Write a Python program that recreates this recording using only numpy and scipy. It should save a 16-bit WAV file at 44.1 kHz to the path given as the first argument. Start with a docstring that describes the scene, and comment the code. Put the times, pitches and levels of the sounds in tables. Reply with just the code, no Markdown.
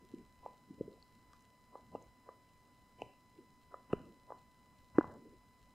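"""A quiet living room: a dog lying on the carpet gnaws a chew bone.
Teeth knock dully as damped bone modes; splits add a ringing splinter and crumbs.
Filtered noise makes the friction of the bone, and short filtered bursts the wet ticks of the mouth.
The camera's noise suppressor holds down steady room noise and a faint electronic whine made of sines;
each band opens when the sound rises well over its usual level."""
import sys
import numpy as np
from scipy import signal
from scipy.fft import rfft, irfft
from scipy.io import wavfile
from scipy.ndimage import uniform_filter1d, minimum_filter1d

SR = 44100
rng = np.random.default_rng(int(sys.argv[2]) if len(sys.argv) > 2 else 0)


def inscribe(sig):
    """Save sig as 16-bit PCM at rate SR to the path in sys.argv[1].

    A 1-D sig is mono; a 2-D sig holds one channel per row.
    Samples are clipped to [-1, 1] before scaling.
    """
    pcm = np.round(np.clip(np.atleast_2d(sig).T, -1, 1) * 32767)
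    wavfile.write(sys.argv[1], SR, pcm.astype(np.int16))


N = 253116  # length of the scene in samples


def gain_of(db):
    """Decibels to amplitude."""
    return 10 ** (np.asarray(db) / 20)


def evened(x):
    """Scales to rms 1."""
    return x / np.sqrt(np.mean(x ** 2) + 1e-20)


def read(points, hz):
    """Reads a table on a log-frequency axis."""
    f, value = np.transpose(points)
    return np.interp(np.log(hz + 1), np.log(f + 1), value)


def band(x, low_hz, high_hz, low_order, high_order):
    """Causal high-pass at low_hz, then low-pass at high_hz."""
    high_pass = signal.butter(low_order, low_hz, "high", fs=SR, output="sos")
    low_pass = signal.butter(high_order, min(high_hz, SR / 2 - 1), fs=SR, output="sos")
    return signal.sosfilt(low_pass, signal.sosfilt(high_pass, x))


def add(mix, s, peak_db, sound):
    """Adds a short sound with its centre of energy at time s and its envelope peak at peak_db."""
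    centre = np.average(np.arange(len(sound)), weights=sound ** 2)
    start = max(round(s * SR - centre), 0)
    part = mix[start:][:len(sound)]
    scaled = gain_of(peak_db) * sound / abs(signal.hilbert(sound)).max()
    part += scaled[:len(part)]


# colour of the room noise: (f/Hz, relative level per Hz/dB)
AIR_COLOUR = [(20, -1.5), (32, -9.5), (48, 3), (68, -1), (105, 0), (190, -3.5), (240, 0), (340, -9.5),
              (600, -10.5), (1000, -13.5), (1700, -20.5), (3200, -25.5), (5000, -26), (8000, -28),
              (15500, -31)]
# how alike the noise is left and right: (f/Hz, correlation/0-1)
AIR_LIKENESS = [(30, 0.15), (120, 0.99), (1000, 0.9), (2500, 0.79), (5000, 0.67), (12000, 0.68)]
AIR_DB = -53.5  # rms ahead of the noise suppressor


def air():
    """Steady room noise: a shared part plus an opposed part make two partly alike channels."""
    hz = np.fft.rfftfreq(N, 1 / SR)
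    common, apart = rfft(rng.standard_normal((2, N)))
    same = np.clip(read(AIR_LIKENESS, hz), 0, 1)
    mid = np.sqrt(1 + same) * common
    side = np.sqrt(1 - same) * apart
    left_right = np.array([mid + side, mid - side])
    coloured = irfft(left_right * gain_of(read(AIR_COLOUR, hz)), N)
    return gain_of(AIR_DB) * evened(coloured)


EDGE_HZ = 15720  # upper limit of the sound, and of the whine's harmonics
WHINE_HZ, STRAY_HZ = 1000, 5146  # fundamental, and a tone outside its series
# rms ahead of the noise suppressor; every third harmonic is changed by THIRDS_DB
WHINE_DB, WHINE_DB_PER_OCTAVE, THIRDS_DB, STRAY_DB = -56, -7.5, -8, -75


def whine():
    """Thin steady tones from the camera's electronics: one harmonic series and a stray tone."""
    t = np.arange(N) / SR
    k = np.arange(1, EDGE_HZ // WHINE_HZ + 1)
    levels = WHINE_DB + WHINE_DB_PER_OCTAVE * np.log2(k) + THIRDS_DB * (np.gcd(k, 3) > 1)
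    tones = [*zip(k * WHINE_HZ, levels), (STRAY_HZ, STRAY_DB)]
    return sum(np.sqrt(2) * gain_of(db) * np.sin(2 * np.pi * (hz * t + rng.random())) for hz, db in tones)


# how fast the room dies away: (f/Hz, time to fall 60 dB t60/s)
ROOM_DECAY = [(150, 0.222), (500, 0.21), (1500, 0.328), (8000, 0.7)]


def room(x, wet_db=-21):
    """A carpeted room: sparse weak reflections, each band dying at its own speed."""
    length = SR // 2
    reflections = rng.standard_normal(length) * (rng.random(length) < 3000 / SR)  # about 3000 a second
    hz, t, z = signal.stft(reflections, SR, nperseg=256)
    decay = gain_of(-60 * t / read(ROOM_DECAY, hz)[:, None])
    tail = signal.istft(z * decay, SR, nperseg=256)[1]
    return x + gain_of(wet_db) * signal.fftconvolve(x, tail / np.linalg.norm(tail))[:N]


# strokes of the bone on paw and carpet: (middle t/s, rms level/dB, centre f/Hz)
RUB_STROKES = [(.01, -56, 276), (.2, -55.5, 252), (.73, -60.5, 259), (.94, -59.5, 430), (1.2, -61.5, 234),
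               (1.902, -59, 168), (3.04, -57, 100.7), (3.42, -66, 310), (4.069, -59.5, 239),
               (4.37, -64.5, 722), (5.119, -56.5, 680), (5.3, -56, 319)]
RUB_S, RUB_OCTAVES = 0.13, 1  # length and bandwidth of every stroke


def rubs():
    """Soft dull friction as the bone shifts on paw and carpet: noise in one band, faded in and out."""
    out = np.zeros(N)
    spread = 2 ** (RUB_OCTAVES / 2)
    for s, db, hz in RUB_STROKES:
        start, end = max(round((s - RUB_S / 2) * SR), 0), round((s + RUB_S / 2) * SR)
        part = out[start:end]
        noise = rng.standard_normal(SR // 2)
        friction = band(noise, hz / spread, hz * spread, low_order=3, high_order=5)[:len(part)]
        part += gain_of(db) * evened(friction * signal.windows.tukey(len(friction), .5))
    return out


# the mouth is wettest while the dog takes a new hold on the bone: (t/s, lift of the faint ticks' level/dB)
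MOUTH_WETNESS = [(0, 4), (.1, 8), (.6, 3.5), (1.4, 5), (2.2, 0.5), (5.7, 5)]


def saliva(per_s=55, crackle_s=.0008, db=-57):
    """Faint ticks of lips and tongue: one tiny noise burst repeated at random times and sizes."""
    t = np.arange(SR // 50) / SR
    burst = rng.standard_normal(len(t)) * np.exp(-t / crackle_s)
    tick = band(burst, 1200, 5400, low_order=2, high_order=2)
    sizes = (rng.random(N) < per_s / SR) * gain_of(rng.uniform(-6, 6, N))
    wetness_db = np.interp(np.arange(N) / SR, *np.transpose(MOUTH_WETNESS))
    return gain_of(db + wetness_db) * signal.oaconvolve(sizes, tick / abs(tick).max())[:N]


def snap(hz, octaves, order, crackle_s=0.00107, crackle_db=-20):
    """One sharp snap and a millisecond of finer crackle ring a splinter or a small cavity."""
    t = np.arange(SR // 50) / SR
    crackle = rng.standard_normal(len(t)) * np.exp(-t / crackle_s)
    burst = (t == 0) + gain_of(crackle_db) * crackle
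    edges = np.minimum(hz * 2 ** (octaves * np.array([-.5, .5])), SR / 2 - 1)
    return signal.sosfilt(signal.butter(order, edges, "bandpass", fs=SR, output="sos"), burst)


# sharper wet ticks of the mouth: (t/s, peak level/dB, centre f/Hz, width/octaves)
MOUTH_TICKS = [(.051, -36.5, 4130, 1.7), (.139, -44, 4500, 2.2), (.185, -37.5, 3360, 2),
               (.363, -53.5, 2020, 1.1), (.463, -44.5, 1770, .8), (.93, -45, 4100, 0.21),
               (1.027, -40, 4340, 0.088), (1.3333, -34, 5000, 0.78), (1.408, -39.5, 6500, 0.42),
               (1.424, -42, 7300, 0.55), (2.025, -40, 7100, 0.18), (3.104, -64.5, 7600, 0.7),
               (4.985, -33, 4770, 1.2), (5.122, -40.5, 6640, 0.45), (5.140, -38.5, 6760, .9)]


def ticks():
    """The sharper wet ticks of the mouth: snaps, each ringing in its own band."""
    out = np.zeros(N)
    for s, db, hz, octaves in MOUTH_TICKS:
        add(out, s, db, snap(hz, octaves, order=1))
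    return out


# modes of bone and jaw, before the grip scales f and width:
# (f/Hz, width/Hz, level clamped between the teeth/dB, level ringing freely/dB)
BONE_MODES = [(141, 120, -5.5, -37.5), (283, 65.8, 2, -34.5), (490, 141, -2, 6.5), (647, 70, -18.5, -24),
              (893, 410, 1, -17), (1103, 94.4, 0.5, -3), (1605, 420, -4.5, 15.5)]


def knock(low_hz, high_hz, grip, freedom, edge_db=-10, hard_hz=1000):
    """A blow rings the bone, which the jaw damps quickly; soft contacts reach only the low modes."""
    t = np.arange(SR // 16) / SR
    hz, width, clamped_db, free_db = np.transpose(BONE_MODES)[:, :, None]
    mode_db = clamped_db + np.clip(freedom, 0, 1) * (free_db - clamped_db)
    height = width * gain_of(mode_db)
    damping = np.exp(-np.pi * width * grip * t)
    ring = (height * damping * np.cos(2 * np.pi * hz * grip * t)).sum(0)
    body = band(ring, low_hz, high_hz, low_order=2, high_order=8)
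    edge = band(ring, 1100, 2300, low_order=4, high_order=8)  # the hard tip of the tooth
    hardness = min(high_hz / hard_hz, 1) ** 2
    return evened(body) + gain_of(edge_db) * freedom * hardness * evened(edge)


# splits within a few milliseconds of a jaw thud:
# (t/s, knock peak level/dB, treble cut-off f/Hz, grip/factor on the modes, splinter peak level/dB)
BONE_CRACKS = [(1.9575, -35, 1220, 1.06, -46.5), (3.020, -43.5, 1880, 0.67, -32),
               (3.931, -25.5, 1430, 1.14, -33.5), (4.985, -18, 1800, 0.68, -49.5)]
# bands a splinter rings in: (centre f/Hz, width/octaves, relative level/dB)
SPLINTER_BANDS = [(2725, .25, 1), (4930, 1.6, -2.5)]


def cracks(low_hz=550, freedom=.22, crumbs_per_s=300, crumbs_db=-31, crumbs_s=.09):
    """The bone splits with a hard knock and a ringing splinter; crumbs, tiny copies of the knock, die away."""
    t = np.arange(SR // 4) / SR
    out = np.zeros(N)
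    for s, knock_db, high_hz, grip, splinter_db in BONE_CRACKS:
        blow = knock(low_hz, high_hz, grip, freedom)
        add(out, s, knock_db, blow)
        splinter = sum(gain_of(db) * evened(snap(hz, octaves, order=2)) for hz, octaves, db in SPLINTER_BANDS)
        add(out, s, splinter_db, splinter)
        hits = rng.random(len(t)) < crumbs_per_s / SR
        crumbs = hits * rng.uniform(-1.03, 1, len(t)) * np.exp(-t / crumbs_s)
        part = out[round(s * SR):][:len(t)]
        crumbling = signal.oaconvolve(crumbs, blow / abs(blow).max())
        part += gain_of(knock_db + crumbs_db) * crumbling[:len(part)]
    return out


# one row a tooth contact: (t/s, peak level/dB, bass roll-off f/Hz, treble cut-off f/Hz,
# grip/factor on the modes, freedom of the bone/0-1)
TOOTH_CONTACTS = [(0.142, -33.5, 404, 324, 1.37, 0.5), (0.4629, -28, 550, 965, 1.02, 0.09),
                  (0.711, -36, 360, 278, 1.1, 0.16), (0.812, -24.5, 100, 473, 1.07, 0.32),
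                  (0.8819, -38, 400, 460, 1.47, 0.03), (1.335, -39, 1100, 1280, 1.08, 0.5),
                  (1.756, -30.5, 300, 1070, 1.047, 0.23), (1.9525, -26, 208, 793, 0.98, 0.07),
                  (2.291, -30.5, 130, 1160, 1.05, 0.37), (3.0212, -27, 306, 815, 0.93, 0.05),
                  (3.3907, -40, 223, 370, 0.8, 0.9), (3.7434, -28, 253, 1280, 1.11, 0.29),
                  (3.935, -16.5, 94, 540, 1.43, 0.1), (4.3059, -32.5, 453, 1020, 1.1, 0.3),
                  (4.3226, -30, 473, 1056, 0.98, 0.33), (4.9873, -10, 550, 385, 1.08, 0.12),
                  (5.0112, -24, 139, 1510, 0.88, 0.1), (5.0446, -30, 93.5, 1290, 0.95, 0),
                  (5.255, -42.5, 228, 490, 1.1, 0.4)]


def bites():
    """The teeth knock on the bone as the jaw closes, each contact with its own grip and hardness."""
    out = np.zeros(N)
    for s, db, low_hz, high_hz, grip, freedom in TOOTH_CONTACTS:
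        add(out, s, db, knock(low_hz, high_hz, grip, freedom))
    return out


# rise over the usual level that half opens the noise suppressor: (f/Hz, rise in level/dB)
OPENING_RISE = [(80, 8), (300, 8), (1000, 13), (2700, 7.5), (4300, 16.5), (6000, 15), (15000, 19.5)]


def suppress(x, knee_db=3.0, release_db_per_s=110, depth_db=16.5):
    """Noise suppressor: a band opens just before it rises over its median power, and closes slowly."""
    hz, t, z = signal.stft(x, SR, nperseg=1024, noverlap=896)
    mono_power = abs(z.mean(0)) ** 2
    power = abs(uniform_filter1d(mono_power, size=7, axis=1)) + 1e-20
    rise = power / np.median(power, axis=1, keepdims=True)
    over_db = 10 * np.log10(uniform_filter1d(rise, size=7, axis=0))
    fall = release_db_per_s * t
    held_db = np.maximum.accumulate(over_db + fall, axis=1) - fall
    ahead_db = -minimum_filter1d(-held_db, size=15, axis=1)  # the look-ahead
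    opening = .5 + .5 * np.tanh((ahead_db - read(OPENING_RISE, hz)[:, None]) / (2 * knee_db))
    gain = gain_of(depth_db * (opening - 1))
    return signal.istft(z * gain, SR, nperseg=1024, noverlap=896)[1][:, :N]


def scene():
    """The dog straight ahead, in the room's steady noise."""
    dog = bites() + cracks() + rubs() + ticks() + saliva()
    return room(dog) + air()


def record(dry):
    """The whine joins ahead of the suppressor, so it swells with the room noise; then the band limit."""
    sound = suppress(dry + whine())
    low_pass = signal.firwin(1023, EDGE_HZ, window=("kaiser", 9), fs=SR)
    return signal.oaconvolve(sound, low_pass[None], "same")


dry = scene()
out = record(dry)
inscribe(out)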